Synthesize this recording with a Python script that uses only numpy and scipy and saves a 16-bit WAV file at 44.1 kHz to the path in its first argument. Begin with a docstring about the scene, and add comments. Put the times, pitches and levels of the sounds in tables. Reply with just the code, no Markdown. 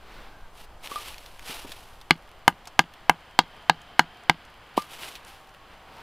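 """A breeze rumbles on the microphone in a quiet wood, and dry leaves stir as a man picks up a wooden club.
He knocks a knife through a stick lying on a log: eight sharp, dead blows, each exciting heavily damped
modes of wood and steel and overloading the microphone. He drops the club, which thuds and rings briefly,
and kneels again. His movements rustle leaves, snap twigs and brush his shirt. Behind him the breeze dies
away, faint far tones come and go, and one slow gust passes through the treetops."""
import sys
import numpy as np
from scipy import signal
from scipy.fft import rfft, irfft, next_fast_len
from scipy.io import wavfile
from scipy.ndimage import map_coordinates

SR = 44100
rng = np.random.default_rng(int(sys.argv[2]) if len(sys.argv) > 2 else 0)


def to_wav(s):
    """Save 16-bit WAV."""
    ch = np.atleast_2d(s).T  # columns
    pcm = np.round(np.clip(ch, -1, 1) * 32767)  # PCM
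    wavfile.write(sys.argv[1], SR, pcm.astype(np.int16))


N = 265482

# The club strikes the knife's back; where it lands sets how strongly each part responds.
# Each row: start in seconds, then strength, knock, club bending, steel and crack, all in relative dB.
BLOW_EVENTS = [(2.1082, 5.5, -13, -7.5, 0.5, -7), (2.4791, 3.6, -3.5, -8, -5, 4.5),
               (2.7923, 3, -3, -8, 3, 2), (3.096, 0.5, 1, -11, -12, 4), (3.39, 1.6, -2.5, -13.5, 9.5, -0.5),
               (3.697, 0, 0.5, -16, 5, -10), (3.9938, 3.5, -3, -16, 5, 1.5),
               (4.2968, 0.5, -2.5, -15.5, 2, -5)]
# Modes of the stick on the log. Each row: frequency in Hz, relative level in dB, t60 in seconds.
STICK_MODES = [(162.3, -23.5, 0.065), (255.4, -17, 0.034), (325.4, -24.5, 0.057), (482, -24, 0.03),
               (764, 4, 0.011)]
# Modes of the knife in its cut. Each row: frequency in Hz, relative level in dB, t60 in seconds.
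KNIFE_MODES = [(845, -22.5, 0.077), (965, 3, 0.014), (1246, -4, 0.0036), (1554, -11, 0.015),
               (1630, -12.5, 0.034), (1753, -11, 0.011), (2093, -3, 0.012), (2740, -10, 0.012),
               (2950, -12.5, 0.02), (3275, -11.5, 0.013), (3820, -42, 0.013), (4250, -15, 0.015),
               (4727, -14, 0.0088), (6540, -16.5, 0.0068)]
# First contact of club and knife. Each row: frequency in Hz, gain in dB.
CONTACT_SPECTRUM = [(300, -50), (1500, 16.5), (3500, -12), (5500, -2), (7000, -14.5), (8500, -27),
                    (10500, 3.5), (15000, -37)]
# Wood splitting under the edge. Each row: frequency in Hz, gain in dB.
FIBRE_SPECTRUM = [(300, -16.5), (700, -30.5), (1300, 2), (1900, 0.5), (2700, 2.5), (3600, -5), (4600, -8.5),
                  (5500, -17), (12000, -26.5)]
# Sound returned by ground and trunks. Each row: frequency in Hz, gain in dB.
SCATTER_SPECTRUM = [(100, -5), (170, 12), (260, -18), (450, -2), (850, -8), (1300, -2.5), (2100, -11.5),
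                    (3200, -6.5), (5000, -8.5), (8000, -9.5), (12000, -6.5)]
# The loose club bumps log and ground.
# Each row: start in seconds, ring level in dB, ring frequency in Hz, t60 in seconds, thud gain in dB.
CLUB_BUMPS = [(0.916, -25.5, 1147, 0.06, -24), (0.959, -23, 1197, 0.11, -54),
              (4.7772, -23.5, 1195, 0.14, -0.5)]
# Modes of the club's thud. Each row: frequency in Hz, relative level in dB, t60 in seconds.
THUD_MODES = [(105, -18, 0.15), (324, -10, 0.011), (505, -15.5, 0.0045), (876, -5, 0.0038),
              (990, -21, 0.013)]
# A soft contact, which passes little treble. Each row: frequency in Hz, gain in dB.
MOSS_SPECTRUM = [(50, -43.5), (200, -1.5), (1100, 7), (1400, -9), (5000, -45)]
# Boots and knees settle. Each row: start in seconds, relative level in dB, centre frequency in Hz.
STEP_EVENTS = [(1.493, -37.5, 245), (1.646, -34.5, 242), (1.692, -42.5, 330), (2.671, -38, 940),
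               (4.992, -47, 304)]
# Soil under load. Each row: multiple of the centre frequency, gain in dB.
SOIL_SPECTRUM = [(.1, -22), (.3, -5), (1, 5.5), (2, -3.5), (4, -10), (13, -34)]
# Twigs break. Each row: start in seconds, relative level in dB, centre frequency in Hz, t60 in seconds.
SNAP_EVENTS = [(0.8736, -19, 3100, 0.0023), (0.9586, -24, 3760, 0.019), (1.1433, -25.5, 2570, 0.011),
               (1.1815, -25.5, 4130, 0.013), (1.2616, -28.5, 3580, 0.01), (1.3942, -25.5, 2540, 0.0045),
               (1.7192, -20, 3800, 0.028), (2.0137, -29.5, 3700, 0.023), (2.6547, -30, 3000, 0.024),
               (2.673, -23.5, 5240, 0.028), (2.938, -31, 2900, 0.023), (3.817, -37.5, 7000, .012),
               (4.236, -42, 7000, .012), (4.451, -40.5, 6000, 0.024), (4.7762, -15, 2660, 0.02),
               (4.8214, -26, 4320, .02), (5.0327, -20, 2640, 0.012), (5.153, -20, 3140, 0.066),
               (5.249, -34, 6500, 0.0091), (5.492, -41, 6000, 0.014), (5.547, -34, 2750, .008)]
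# A breaking twig. Each row: multiple of the centre frequency, gain in dB.
TWIG_SPECTRUM = [(.125, -19), (.5, -5), (1, 3), (2, -12), (4, -16.5)]
# A hand, knee or boot presses into the leaves.
# Each row: end of the rise in seconds, relative level in dB, then rise, hold and settling t60 in seconds.
LEAF_STIRS = [(0.575, -58.5, 0.043, 0.069, .07), (0.848, -46.5, 0.027, 0.013, 0.11),
              (0.904, -48.5, .025, 0.17, 0.56), (1.232, -60.5, 0.13, 0.056, 1.7),
              (1.483, -44, 0.055, 0.027, 0.79), (1.696, -56, 0.071, 0.022, 1.15),
              (4.771, -42.5, 0.0051, 0.0038, 0.26), (4.927, -49, 0.049, 0.019, 0.28),
              (5, -48, 0.034, 0.084, 0.35), (5.274, -57, 0.033, 0.019, 0.62)]
# Dry leaves. Each row: frequency in Hz, relative spectral density in dB.
LEAF_SPECTRUM = [(100, -25.5), (300, -7), (900, -2), (1700, -6), (2900, -1), (4500, -6.5), (7000, -13.5),
                 (11000, -11.5), (15500, -19)]
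# An arm brushes the shirt. Each row: middle in seconds, half-width in seconds, level in dB.
SLEEVE_BRUSHES = [(0.18, 0.15, -48), (5.728, 0.042, -54.5), (6.01, 0.13, -49)]
# Rubbing cloth. Each row: frequency in Hz, relative spectral density in dB.
CLOTH_SPECTRUM = [(150, 3.5), (400, 7.5), (1000, 5.5), (1600, 4), (2800, 0), (4500, -5), (7000, -18),
                  (15000, -20)]
# The distant rush of air. Each row: frequency in Hz, relative spectral density in dB.
RUSH_SPECTRUM = [(30, 5.5), (90, 1.5), (260, -7.5), (500, -4.5), (780, 0), (1150, -3), (1700, -13.5),
                 (4000, -21), (8000, -29), (15000, -37)]
# Wind in the crowns. Each row: frequency in Hz, relative spectral density in dB.
TREETOP_SPECTRUM = [(700, 0.5), (1500, 6), (2000, 2), (2700, 1), (3100, 3.5), (3700, -5), (5000, -8.5),
                    (7000, -46), (15000, -54)]
# Wind on the microphone. Each row: frequency in Hz, relative spectral density in dB.
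BREEZE_SPECTRUM = [(8, 0.5), (25, -8.5), (50, -12.5), (100, -28.5), (250, -66), (1000, -100)]
# Far-off tones.
# Each row: middle in seconds, nominal length in seconds, frequency in Hz, half-width in Hz, level in dB.
FAR_TONES = [(0.381, 0.23, 1550, 140, -60), (2.35, 1.1, 860, 33, -73), (3.705, 1.06, 3125, 92, -63.5),
             (3.996, 0.84, 713, 51, -60.5), (5.497, 1.3, 770, 20, -63.5), (5.599, 1, 1103, 22, -62),
             (5.97, 0.4, 918, 13, -56.5)]


def knife_blows():
    """Impact excites damped modes in club, knife and stick; contact and splitting fibres add noise."""
    out, t = np.zeros(N), np.arange(SR // 6) / SR
    bend_hz, bend_t60_s = 1199, 0.025  # the club's lowest bending mode, damped by the firm grip
    thump_hz, knock_hz, clack_hz, bite_hz, steel_hz, crack_hz = 302, 920, 2050, 2840, 4560, 8500
    click = coloured(signal.unit_impulse(len(t)), CONTACT_SPECTRUM)
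    for count, (start, db, knock_db, bend_db, steel_db, crack_db) in enumerate(BLOW_EVENTS):
        stick = ringing(STICK_MODES, t, spread_db=0.5, detune=0.0019)
        knife = ringing(KNIFE_MODES, t, spread_db=1.65, detune=0.0085)
        ring = amp(-2.47) * (stick - knife)  # the stick is pushed down, the knife rebounds
        bend = amp(bend_db) * np.sin(2 * np.pi * bend_hz * t) * fade(t, bend_t60_s)
        crack = amp(-7.5) * burst(CONTACT_SPECTRUM, t, t60=0.0056) - amp(-6.5) * click
        crunch = amp(8.5) * burst(FIBRE_SPECTRUM, t, t60=0.011)
        clack_db = 0.24 * count  # each later blow has slightly more clack near 2 kHz
        colour = [(thump_hz, 1.5), (knock_hz, knock_db), (clack_hz, clack_db),
                  (bite_hz, 0.7), (steel_hz, steel_db), (crack_hz, crack_db)]
        blow = amp(db) * coloured(ring - bend + crack + crunch, colour)
        echo = forest_echo(blow, t, wet_db=-20, t60=0.078, trunk_s=0.047, trunk_db=-20)
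        add(out, start, blow + echo)
    return out


def loose_club():
    """Free vibration: without a firm grip the club's bending mode rings longer, over a dull thud."""
    out, t = np.zeros(N), np.arange(SR // 4) / SR
    for start, ring_db, hz, t60, thud_db in CLUB_BUMPS:
        ring = amp(ring_db) * np.sin(2 * np.pi * hz * t) * fade(t, t60)
        ground = ringing(THUD_MODES, t, spread_db=0.5, detune=0.01)
        thud = amp(thud_db) * coloured(ground, MOSS_SPECTRUM)
        echo = forest_echo(thud, t, wet_db=-17, t60=0.039, trunk_s=0.04, trunk_db=-30)
        add(out, start, ring + thud + echo)
    return out


def forest_echo(x, t, wet_db, t60, trunk_s, trunk_db):
    """Diffuse scattering from the leaf floor gives a short tail; reflection from trunks, one dull echo."""
    tail = noise(SCATTER_SPECTRUM, len(t)) * fade(t, t60) * (1 - np.exp(-t / 0.0019))
    wet = amp(wet_db) * signal.fftconvolve(x, tail / np.linalg.norm(tail))[:len(t)]
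    reflection = coloured(x, [(190, -1), (400, -21), (800, -49), (3000, -19), (9000, -43)])
    add(wet, trunk_s, amp(trunk_db) * reflection)
    return wet


def twig_snaps():
    """Brittle fracture: a dry twig gives a broadband tick and a short crumble."""
    out, t = np.zeros(N), np.arange(SR // 10) / SR
    for start, db, hz, t60 in SNAP_EVENTS:
        colour = [(hz * ratio, gain) for ratio, gain in TWIG_SPECTRUM]
        tick = burst(colour, t, t60)
        crumble = amp(-8) * burst(colour, t, t60=0.075)
        add(out, start, amp(db + 6.5) * (tick + crumble))
    return out


def steps():
    """Inelastic impact: soft soil yields under the man's weight with a low puff."""
    out, t = np.zeros(N), np.arange(SR // 5) / SR
    onset = 1 - np.exp(-t / 0.0017)
    for start, db, hz in STEP_EVENTS:
        colour = [(hz * ratio, gain) for ratio, gain in SOIL_SPECTRUM]
        add(out, start, amp(db + 23.5) * burst(colour, t, t60=0.058) * onset)
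    return out


def leaf_rustle():
    """Incoherent sources add in power: each stir of the leaves swells, holds and settles."""
    power, now = np.zeros(N), np.arange(N) / SR
    rise_db = 16  # growth over one rise time
    for peak_s, db, rise, hold, t60 in LEAF_STIRS:
        attack = amp(-rise_db * np.maximum(peak_s - now, 0) / rise)
        settling = fade(np.maximum(now - peak_s - hold, 0), t60)
        power += (amp(db) * attack * settling) ** 2
    swish = amp(5.5) * noise(LEAF_SPECTRUM, N) * amp(1.95 * wobble(110))
    crackle = amp(1) * leaf_crackle(per_s=700)
    strays = amp(-71.5) * leaf_crackle(per_s=35)  # single leaves crack under his shifting weight
    return np.sqrt(power) * (swish + crackle) + strays


def leaf_crackle(per_s):
    """Shot noise of rms 1: leaves crack independently, at random moments and strengths."""
    ticks = rng.standard_normal(N) * (rng.random(N) < per_s / SR)
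    return unit(coloured(ticks, LEAF_SPECTRUM))


def sleeves():
    """Sliding friction between arm and shirt gives soft swells of noise."""
    now = np.arange(N) / SR
    swells = sum(amp(db) * np.exp(-((now - middle) / half) ** 2) for middle, half, db in SLEEVE_BRUSHES)
    return swells * noise(CLOTH_SPECTRUM, N)


def wind():
    """Turbulence makes wavering noise: a far rush, a gust in the treetops, a breeze on the microphone."""
    now = np.arange(N) / SR
    gust_s, gust_half_s, waver_per_s = 4.32, 1.68, 7
    gust = np.exp(-((now - gust_s) / gust_half_s) ** 2)
    breeze_db = np.interp(now, [1.67, 2.47], [-46.5, -60.5])  # the breeze dies down to a lull
    rush = amp(-53 - 0.4 * gust + 0.8 * wobble(waver_per_s)) * noise(RUSH_SPECTRUM, N)
    treetops = amp(-59.5 + 7.5 * gust + 0.8 * wobble(waver_per_s)) * noise(TREETOP_SPECTRUM, N)
    breeze = amp(breeze_db + 3 * wobble(waver_per_s)) * noise(BREEZE_SPECTRUM, N)
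    return rush + treetops + breeze


def far_tones():
    """Narrowband noise: distance blurs each tone into a wavering band that swells and fades."""
    out = np.zeros(N)
    for middle, length, hz, width, db in FAR_TONES:
        size = int(1.3 * length * SR)
        band = [(hz - 3 * width, -80), (hz - width, -14), (hz, 0),
                (hz + width, -14), (hz + 3 * width, -80)]
        swell = signal.windows.tukey(size, 0.5)
        add(out, middle - size / SR / 2, amp(db) * swell * noise(band, size))
    return out


def ringing(modes, t, spread_db, detune):
    """Modal superposition: damped sinusoids, at slightly new strengths and pitches each time."""
    hz, db, t60 = np.transpose(modes)[:, :, None]
    strength, shift = rng.standard_normal((2, len(modes), 1))
    tones = np.sin(2 * np.pi * hz * (1 + detune * shift) * t)
    return np.sum(amp(db + spread_db * strength) * tones * fade(t, t60), axis=0)


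def burst(points, t, t60):
    """A decaying noise transient of energy 1, coloured by the (Hz, dB) points."""
    puff = coloured(rng.standard_normal(len(t)) * fade(t, t60), points)
    return puff / np.linalg.norm(puff)


def noise(points, size):
    """Spectral shaping: white noise weighted by the (Hz, dB) points, at rms 1."""
    padded = next_fast_len(size, True)
    spectrum = rfft(rng.standard_normal(padded)) * response(points, padded)
    return unit(irfft(spectrum, padded)[:size])


def coloured(x, points):
    """Minimum-phase filtering of x, with the (Hz, dB) points as its gain."""
    size = 4096
    cepstrum = irfft(np.log(response(points, size)))
    cepstrum[1:size // 2] *= 2  # folding the cepstrum makes the filter causal
    cepstrum[size // 2 + 1:] = 0
    impulse_response = irfft(np.exp(rfft(cepstrum)))
    return signal.oaconvolve(x, impulse_response)[:len(x)]


def response(points, size):
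    """Gain at each FFT bin, interpolated from (Hz, dB) points on a log frequency axis."""
    hz, db = np.transpose(points)
    bins_hz = np.fft.rfftfreq(size, 1 / SR)
    return amp(np.interp(np.log(bins_hz + 1), np.log(hz + 1), db))


def wobble(rate):
    """Random modulation: a smooth curve with rate knots a second."""
    knots = rng.standard_normal(int(N * rate / SR) + 4)
    return map_coordinates(knots, [np.arange(N) * rate / SR])


def fade(t, t60):
    """Exponential decay: 60 dB down after t60."""
    return amp(-60 * t / t60)


def amp(db):
    """Decibels to amplitude ratio."""
    return 10 ** (np.asarray(db) / 20)


def unit(x):
    """Normalisation to rms 1."""
    return x / np.sqrt(np.mean(x ** 2) + 1e-20)


def add(track, start, sound):
    """Superpose a sound on the track from start, in seconds."""
    part = track[round(start * SR):][:len(sound)]
    part += sound[:len(part)]


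def scene():
    """Superposition: all sources sum in the centre; each channel has its own faint hiss."""
    man = knife_blows() + loose_club() + steps() + twig_snaps() + leaf_rustle() + sleeves()
    background = wind() + far_tones()
    hiss_spectrum = [(30, 8), (150, 12), (1000, 3.5), (4000, 3.8), (15000, 3)]
    hiss = np.array([amp(-67.5) * noise(hiss_spectrum, N) for _ in range(2)])
    return man + background + hiss


def record(dry):
    """Saturation flattens the blows near full scale; a steep low-pass filter limits the treble."""
    ceiling, cutoff_hz = 0.96, 15350
    clipped = dry / (1 + np.abs(dry / ceiling) ** 6) ** (1 / 6)
    padded = next_fast_len(N + SR // 4, True)
    low_pass = 1 / np.sqrt(1 + (np.fft.rfftfreq(padded, 1 / SR) / cutoff_hz) ** 120)
    return irfft(rfft(clipped, padded) * low_pass, padded)[:, :N]


dry = scene()
out = record(dry)
to_wav(out)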